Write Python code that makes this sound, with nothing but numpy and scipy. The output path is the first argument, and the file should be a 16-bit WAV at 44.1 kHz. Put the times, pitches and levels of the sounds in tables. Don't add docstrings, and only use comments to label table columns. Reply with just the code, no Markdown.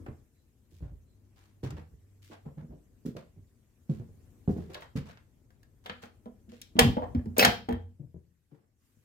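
import sys
import numpy as np
from scipy import signal
from scipy.fft import rfft, irfft, next_fast_len
from scipy.io import wavfile
from scipy.ndimage import uniform_filter1d

SR = 44100
rng = np.random.default_rng(int(sys.argv[2]) if len(sys.argv) > 2 else 0)


def pcm_store(signal):
    levels = np.round(np.clip(np.atleast_2d(signal), -1, 1) * 32767)
    wavfile.write(sys.argv[1], SR, levels.astype(np.int16).T)


N = 398663

# f/Hz, level/dB, nominal t60/s
BOARD_MODES = [(53.3, -5, 0.97), (69.2, 15, 0.11), (80.7, -2, 0.87), (97.9, -4.5, 0.48),
               (125.2, -6.5, 0.46), (150.7, 6.5, 0.18), (172.3, -11.5, 0.27), (211, -1.5, 0.13),
               (233.7, -2.5, 0.19), (293.4, 4, 0.07), (333, -1.5, 0.089), (369, 2, 0.097),
               (433, -1.5, 0.13), (488, 2.5, 0.077), (571, -2, 0.1), (670, -2.5, 0.081), (757, -4, 0.045),
               (920, -5, 0.07), (1210, -0.5, 0.015), (1700, -1, 0.04), (2100, -18, .04)]
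# t/s, level/dB, centre f/Hz, t60 factor
FOOTFALLS = [(0.009, -47, 92, 0.64), (0.062, -39, 330, 0.6), (0.084, -32.5, 85, 0.32),
             (0.721, -47.5, 62, 0.95), (0.807, -36, 75, 0.5), (0.822, -29, 68, 0.78),
             (0.916, -39, 71.6, 0.47), (1.631, -25, 140, 0.74), (1.719, -31.5, 94, 0.64),
             (1.78, -39.5, 123, 0.53), (1.909, -42.5, 106, 0.99), (2.3, -47, 280, 1),
             (2.457, -33, 111, 0.47), (2.571, -34.5, 133, 0.8), (2.624, -37.5, 210, 0.8),
             (2.692, -38.5, 90, 0.9), (2.726, -44, 260, 1), (3.051, -24.5, 202, 0.62),
             (3.151, -33.5, 240, 0.27), (3.363, -44, 99, 0.38), (3.893, -18.5, 150, 0.65),
             (3.999, -32.5, 163, 0.24), (4.09, -44, 69.7, 0.45), (4.477, -14.5, 155, 0.55),
             (4.564, -29.5, 280, 0.28), (4.583, -30, 150, 0.5), (4.695, -41, 300, 0.68),
             (4.955, -22, 144, 0.4), (4.998, -32.5, 139, 0.4), (7.996, -36.5, 142, 0.64),
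             (8.029, -43, 140, 0.5), (8.144, -36, 66, 0.3), (8.517, -47.5, 206.6, 1),
             (8.969, -54, 65.1, 0.8)]
def footsteps():
    s, db, hz, t60_factor = np.transpose(FOOTFALLS)
    above_oct = 1.4 - 0.51 * np.log2(hz / 100) + 0.002 * (db + 30.5)
    blows = zip(s, db, hz, t60_factor, above_oct)
    boards = thumps(blows, BOARD_MODES, below_oct=0.68, rise_cycles=0.34, roll_s=0.027, detune=0.02)
    pan_db = 4 * (np.arange(N) / SR > 7.9)
    return gain_of([pan_db, -pan_db]) * boards


def thumps(blows, modes, below_oct, rise_cycles, roll_s, detune):
    out = np.zeros((2, N))
    for s, db, hz, t60_factor, above_oct in blows:
        when, strength, *unlike = rng.random((4, 5))
        at = (roll_s * when * SR).astype(int)
        contacts = np.zeros((2, SR // 10))
        contacts[:, at] = 0.79 * (2 * strength - 1) + 0.14 * (2 * np.array(unlike) - 1)
        contacts[:, 0] = 1
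        wood = ring(modes, hz, below_oct, above_oct, t60_factor, rise_cycles, detune, size=SR // 2)
        sound = signal.fftconvolve(wood[None], contacts, axes=1)
        add(out, s, gain_of(db) * sound / abs(sound).max())
    return out


def ring(modes, centre_hz, below_oct, above_oct, t60_factor, rise_cycles, detune, size):
    hz, db, t60 = np.transpose(modes)[:, :, None]
    t = np.arange(size) / SR
    phase, strength, tuning = rng.standard_normal((3, len(modes), 1))
    reach_oct = np.where(hz > centre_hz, max(above_oct, 0.2), below_oct)
    reach_db = -6 * (np.log2(hz / centre_hz) / reach_oct) ** 2
    level = gain_of(db + reach_db + 2.6 * strength - 60 * t / (t60 * t60_factor))
    attack = 1 - np.exp(-t * hz / rise_cycles)
    partials = np.sin(2 * np.pi * (hz * (1 + detune * tuning) * t + phase))
    sound = (level * attack * partials).sum(0)
    return sound / abs(sound).max()


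# t/s, level/dB, top f/Hz
GRIT_CRACKS = [(0.0624, -38, 2400), (1.705, -36, 14000), (2.332, -43.5, 9000), (3.169, -45, 3520),
               (4.734, -43, 15000), (5.1722, -44.5, 5000)]
def grit():
    out = np.zeros((2, N))
    for s, db, top_hz in GRIT_CRACKS:
        tick = snap(tilt_db_oct=-4, low_hz=400, top_hz=top_hz, rise_s=0.00077, t60_s=0.035)
        add(out, s, gain_of(db) * tick)
    return out


# f/Hz, level/dB, nominal t60/s
PANEL_MODES = [(60, 6.5, 0.22), (89, -0.5, 0.79), (110, 2, 0.21), (153, 1.5, 0.19), (203.6, 3, 0.18),
               (237, 3.5, 0.37), (296, -5, 0.094), (340, -6, 0.12), (430, -6, 0.15), (480, 3, 0.11),
               (598, -9, 0.12), (655, -7.5, 0.12), (718, -1, 0.08), (815, -1, 0.064), (940, -1.5, 0.08),
               (1300, -6, 0.074)]
# t/s, level/dB, centre f/Hz, upward reach/oct
PANEL_BLOWS = [(5.858, -37.5, 554, 3.1), (5.896, -35, 153, 5.8), (6.032, -41, 222, 3.9),
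               (6.259, -36.5, 258.5, 2.3), (6.482, -46, 220, 0.54), (6.521, -44.5, 464, 0.39),
               (6.755, -25, 223.7, 0.63), (6.788, -9.5, 470, 0.89), (6.796, -19.5, 69.9, 0.42),
               (6.815, -16, 230, 0.6), (6.842, -14.5, 150.7, 0.74), (6.862, -17, 114.5, 0.6),
               (6.883, -19.5, 124.6, 0.55), (6.968, -22, 880, 0.5), (6.971, -21, 241, 0.8),
               (7.022, -25, 860, 0.4), (7.148, -21, 229.2, 0.93), (7.159, -21, 107.7, 0.5),
               (7.258, -26.5, 117.2, 1.5), (7.383, -11.5, 472, 0.61), (7.408, -13.5, 521.4, 1.4),
               (7.428, -19, 201.6, 1.4), (7.449, -17, 462, 3.5), (7.462, -22.5, 948, 0.6),
               (7.469, -19, 130, 1), (7.686, -17.5, 300.8, 1.15), (7.721, -24.5, 93, 1.36)]
def door_panel():
    s, db, hz, above_oct = np.transpose(PANEL_BLOWS)
    pressed = (s > 6.78) & (s < 7.2)
    t60_factor = np.where(pressed, 0.32, 0.72)
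    blows = zip(s, db, hz, t60_factor, above_oct)
    return thumps(blows, PANEL_MODES, below_oct=0.7, rise_cycles=0.18, roll_s=0.015, detune=0.0079)


# f/Hz, level/dB, nominal t60/s
IRON_MODES = [(1617, 2.5, 0.11), (1765, -6, 0.15), (2080, -3, 0.08), (2400, -3.5, 0.041), (2719, -4, 0.063),
              (3150, 1, 0.1), (3680, -2, 0.07), (4200, -9, 0.068), (5220, -5.5, 0.07), (6400, -11, 0.048),
              (7400, -3.5, 0.064), (9115, -10, .05), (10500, 4, .05), (12900, 4, .04), (14500, 4, .04)]
# t/s, level/dB, centre f/Hz, tilt/(dB/oct)
LATCH_CLICKS = [(4.744, -32, 3850, 1), (4.752, -35, 1670, -17), (4.807, -45, 2260, 0),
                (4.822, -38, 2300, -5), (5.097, -46, 1650, -8), (5.504, -57.5, 1710, -4.5),
                (5.6299, -54.5, 1590, -1.5), (5.8604, -33, 3400, -1.5), (5.896, -27, 2800, -6.5),
                (6.0353, -38.5, 2520, -3.5), (6.257, -54, 2420, -4.5), (6.518, -53.5, 2723, -5),
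                (6.6156, -33.5, 7500, 0), (6.767, -39.5, 2500, -10.5), (6.791, -1, 3000, -4),
                (6.969, -36, 2400, -5.5), (7.0392, -38, 1732, -7), (7.149, -42.5, 3795, -5),
                (7.192, -45, 1800, -14.5), (7.257, -53.5, 5610, -3.5), (7.3821, -13.5, 13200, 2),
                (7.393, -8, 2600, -3), (7.4263, -8.5, 2083, -9), (7.448, -2.5, 2180, -4.5),
                (7.6876, -32, 2130, -0.5), (7.708, -38, 2100, -4), (7.7243, -32, 2140, 1)]
def latch(pan_db=0.75):
    out = np.zeros((2, N))
    for s, db, hz, tilt_db_oct in LATCH_CLICKS:
        top_hz = 1.2 * hz * 2 ** ((db + 31) / 11)
        contact = snap(tilt_db_oct, 0.3 * hz, top_hz, rise_s=0.0014, t60_s=0.032)
        iron = ring(IRON_MODES, hz, below_oct=0.45, above_oct=0.69, t60_factor=0.18,
                    rise_cycles=1.8, detune=0.027, size=SR // 8)
        add(out, s, gain_of([[db + pan_db], [db - pan_db]]) * (contact + gain_of(-4.5) * iron))
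    return out


def snap(tilt_db_oct, low_hz, top_hz, rise_s, t60_s):
    t = np.arange(SR // 8) / SR
    common, *sides = band_noise(tilt_db_oct, low_hz, top_hz, channels=3, size=len(t))
    envelope = gain_of(-60 * t / t60_s) * (1 - np.exp(-t / rise_s))
    sound = (common + 0.79 * np.array(sides)) * envelope
    return sound / abs(sound).max()


# t/s, f/Hz, level/dB
SQUEAL_CURVE = [(7.389, 2420, -23), (7.416, 2707, -27), (7.422, 2143, -29.5), (7.429, 2060, -21.5),
                (7.448, 1992, -26)]
def door_squeal():
    out = np.zeros((2, N))
    s, hz, db = np.transpose(SQUEAL_CURVE)
    t = np.arange(s[0], s[-1], 1 / SR)
    pitch_hz = np.interp(t, s, hz)
    tone = rough_tone(pitch_hz, width_hz=110) + gain_of(-5.5) * rough_tone(2 * pitch_hz, width_hz=250)
    add(out, s[0], gain_of(np.interp(t, s, db)) * tone * signal.windows.tukey(len(t), 0.15))
    return out


def rough_tone(hz, width_hz):
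    real, imag = rng.standard_normal((len(hz), 2)).T
    pole = np.exp(-np.pi * width_hz / SR)
    envelope = signal.lfilter([1], [1, -pole], real + 1j * imag)
    return unit_rms((envelope * np.exp(2j * np.pi * np.cumsum(hz) / SR)).real)


# t/s, level/dB, tilt/(dB/oct), low f/Hz
NOISE_SWELLS = [(0.064, -57.5, -19.5, 900), (0.822, -59.5, -11, 200), (0.705, -72, -2, 1500),
                (1.359, -67.5, -5, 680), (1.63, -45, -7, 302), (1.766, -51, -9.5, 300),
                (2.22, -62.5, -4, 1580), (2.309, -50, -9, 300), (2.452, -53.5, -17.5, 300),
                (2.575, -55.5, -12.5, 250), (2.7, -58.5, -27, 394), (3.054, -56.5, -2, 500),
                (3.162, -54, -6.5, 300), (3.889, -65.5, -4.5, 500), (4.486, -67, -1.5, 1200),
                (4.568, -63.5, -5.5, 600), (4.695, -54.5, -7.5, 300), (4.75, -46.5, -10.5, 300),
                (4.812, -55, -6, 396), (4.958, -50, -6, 890), (5.054, -55.5, -6.5, 398),
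                (5.092, -58, -9, 1190), (5.84, -64, -5, 700), (6.018, -54.5, -5.5, 696),
                (6.49, -66, -7, 1470), (6.757, -51, -10, 300), (7.365, -36.5, -8.5, 196),
                (7.388, -24.5, 9, 12000), (8.505, -74, -10, 300)]
def scuffs_and_swell():
    out = np.zeros((2, N))
    t = np.arange(SR // 3) / SR
    for s, db, tilt_db_oct, low_hz in NOISE_SWELLS:
        length_s = np.clip(0.035 * 2 ** (-(db + 56.5) / 4.5), 0.041, 0.13)
        grain_db = 3.9 * unit_rms(uniform_filter1d(rng.standard_normal(len(t)), size=150))
        envelope = (1 - np.exp(-t / 0.0026)) * np.exp(-(t / length_s) ** 2)
        noise = band_noise(tilt_db_oct, low_hz, top_hz=SR, channels=2, size=len(t))
        add(out, s, gain_of(db) * envelope * unit_rms(gain_of(grain_db)) * noise)
    return out


# f/Hz, level/dB
BAND_SPECTRUM = [(200, -22.5), (500, 0.5), (1200, -2.5), (2200, -2), (3500, -1), (7000, -1), (16000, -10)]
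def band_noise(tilt_db_oct, low_hz, top_hz, channels, size):
    hz = np.fft.rfftfreq(size, 1 / SR)
    colour = gain_of(at_hz(BAND_SPECTRUM, hz) + tilt_db_oct * np.log2((hz + 300) / 4000))
    low_cut = 1 / (1 + (low_hz / (hz + 1)) ** 4)
    high_shelf = gain_of(-19) + 1 / (1 + (hz / top_hz) ** 6)
    white = rfft(rng.standard_normal((channels, size)))
    return unit_rms(irfft(white * colour * low_cut * high_shelf, size))


# f/Hz, t60/s
ATTIC_DECAY = [(60, 1), (250, 0.34), (1000, 0.27), (2200, 0.28), (4500, 0.33), (8000, 0.24), (15000, 0.27)]
def attic(x, colour):
    out = np.zeros((2, N))
    turn = np.arange(N) / SR * 7.3
    for k in range(3):
        taps = np.zeros((2, SR))
        at = np.arange(120, SR - 20, 20) + rng.integers(0, 20, (2, (SR - 121) // 20))
        np.put_along_axis(taps, at, rng.choice([-1., 1.], at.shape), 1)
        hz, t, bands = signal.stft(taps, SR, nperseg=512, noverlap=448)
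        coherence = 0.97 * np.exp(-(hz / 500) ** 2)[:, None]
        bands[1] = coherence * bands[0] + np.sqrt(1 - coherence ** 2) * bands[1]
        decay = gain_of(-60 * t / at_hz(ATTIC_DECAY, hz)[:, None])
        decay /= np.linalg.norm(decay, axis=1, keepdims=True)
        bands *= decay * gain_of(at_hz(colour, hz))[:, None]
        tail = signal.istft(bands, SR, nperseg=512, noverlap=448)[1] * np.sqrt(20 / 64)
        crossfade = np.sqrt(2 / 3) * np.cos(np.pi * (turn + k / 3))
        out += signal.oaconvolve(x * crossfade, tail, axes=1)[:, :N]
    return out


# f/Hz, density/dB
RUMBLE_SPECTRUM = [(25, -8.5), (43, -7.5), (97, -2), (175, -17.5), (226, -11), (370, -19.5), (554, -28),
                   (2000, -48.5), (2600, -90.5)]
HISS_SPECTRUM = [(590, -37), (1000, 0.5), (1380, 0), (1790, 2.5), (4120, -4), (7350, 1), (13800, -7),
                 (16000, -16)]
# t/s, rumble level/dB, hiss level/dB
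NOISE_LEVELS = [(0, -47, -75), (.3, -67, -80), (1.2, -63, -80.5), (1.9, -65.5, -79), (2.8, -62, -79),
                (3.7, -66, -79.5), (4.3, -58, -75.5), (5.5, -63, -81), (6.7, -60.5, -79.5), (7.1, -46, -75),
                (7.85, -66.5, -84), (8.4, -75.5, -85), (8.75, -73.5, -88), (8.85, -71.5, -77.5),
                (9.04, -70, -78.5)]
def rumble_and_hiss(pan_db=2.5):
    s, *levels = np.transpose(NOISE_LEVELS)
    rumble_db, hiss_db = (np.interp(np.arange(N) / SR, s, db) for db in levels)
    rumble = patchy_noise(RUMBLE_SPECTRUM, patchy_db=0.5, alike_hz=1500, size=2048)
    hiss = patchy_noise(HISS_SPECTRUM, patchy_db=2.5, alike_hz=894.7, size=512)
    return gain_of([rumble_db + pan_db, rumble_db - pan_db]) * rumble + gain_of(hiss_db) * hiss


def patchy_noise(spectrum, patchy_db, alike_hz, size):
    hop, hz = size // 4, np.fft.rfftfreq(size, 1 / SR)
    a, b, c, d, patches = rng.standard_normal((N // hop + 5, len(hz), 5)).T
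    patches = unit_rms(uniform_filter1d(uniform_filter1d(patches, size=6, axis=0), size=10, axis=1))
    coherence = 0.9 * np.exp(-hz / alike_hz)[:, None]
    left = a + 1j * b
    right = coherence * left + np.sqrt(1 - coherence ** 2) * (c + 1j * d)
    bands = np.array([left, right]) * gain_of(at_hz(spectrum, hz)[:, None] + patchy_db * patches)
    return unit_rms(signal.istft(bands, nperseg=size, noverlap=size - hop)[1][:, :N])


# t/s, length/s, f/Hz, width/Hz, level/dB
HUM_SWELL = (0.87, 2, 98, 0, -61.5)
def hum():
    out = np.zeros((2, N))
    s, length_s, hz, width_hz, db = HUM_SWELL
    size = round(length_s * SR)
    add(out, s, gain_of(db) * rough_tone(np.full(size, hz), width_hz) * signal.windows.tukey(size, 0.6))
    return out


# t/s, length/s
BIRD_CALLS = [(0.318, 0.16), (1.029, 0.18)]
def bird(pitch_hz=4070, level_db=-82.5):
    out = np.zeros((2, N))
    for s, length_s in BIRD_CALLS:
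        t = np.arange(0, length_s, 1 / SR)
        waver = unit_rms(uniform_filter1d(rng.standard_normal((2, SR // 4)), size=200))[:, :len(t)]
        hz = pitch_hz * (1 - 0.12 * t + 0.021 * waver)
        whistle = np.sin(2 * np.pi * np.cumsum(hz, axis=1) / SR)
        add(out, s, gain_of(level_db) * whistle * np.hanning(len(t)))
    return out


def port_delay(x, left_late_s):
    size = next_fast_len(N + 256)
    hz = np.fft.rfftfreq(size, 1 / SR)
    shift = np.exp(-1j * np.pi * hz * left_late_s * np.array([[1], [-1]]))
    return irfft(rfft(x, size) * shift, size)[:, :N]


def gain_of(db):
    return 10 ** (np.asarray(db) / 20)


def unit_rms(x):
    return x / np.sqrt(np.mean(x ** 2) + 1e-20)


def at_hz(points, hz):
    f, value = np.transpose(points)
    return np.interp(np.log(hz + 1), np.log(f + 1), value)


def add(mix, s, sound):
    part = mix[..., round(s * SR):][..., :sound.shape[-1]]
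    part += sound[..., :part.shape[-1]]


def scene():
    feet = footsteps() + grit()
    door = door_panel() + latch() + door_squeal()
    swells = scuffs_and_swell()
    colour = [(60, -16.5), (300, -2.5), (1500, 0), (4500, -5), (7000, -9.5), (15000, -9.5)]  # f/Hz, level/dB
    reverb = attic(feet + gain_of(-0.5) * door + swells, colour)
    direct = port_delay(gain_of([[-0.7], [0.7]]) * feet, 0.000252) + port_delay(door, -0.0004444)
    return direct + swells + reverb + rumble_and_hiss() + hum() + bird()


# f/Hz, width/oct, gain/dB
PORT_LIFT = (14000, 0.27, 6.5)
def record(dry, low_cut_hz=36, edge_hz=16200):
    low_cut = signal.butter(3, low_cut_hz, "high", fs=SR, output="sos")
    peak_hz, width_oct, lift_db = PORT_LIFT
    hz = np.linspace(0, SR / 2, 200)
    bell = np.exp(-(np.log2((hz + 1) / peak_hz) / width_oct) ** 2)
    lift = signal.firwin2(255, hz, gain_of(lift_db * bell), fs=SR)
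    lifted = signal.oaconvolve(signal.sosfilt(low_cut, dry), lift[None], "same")
    band_limit = signal.firwin(511, edge_hz, window=("kaiser", 9), fs=SR)
    return signal.oaconvolve(np.tanh(lifted), band_limit[None], "same")


dry = scene()
out = record(dry)
pcm_store(out)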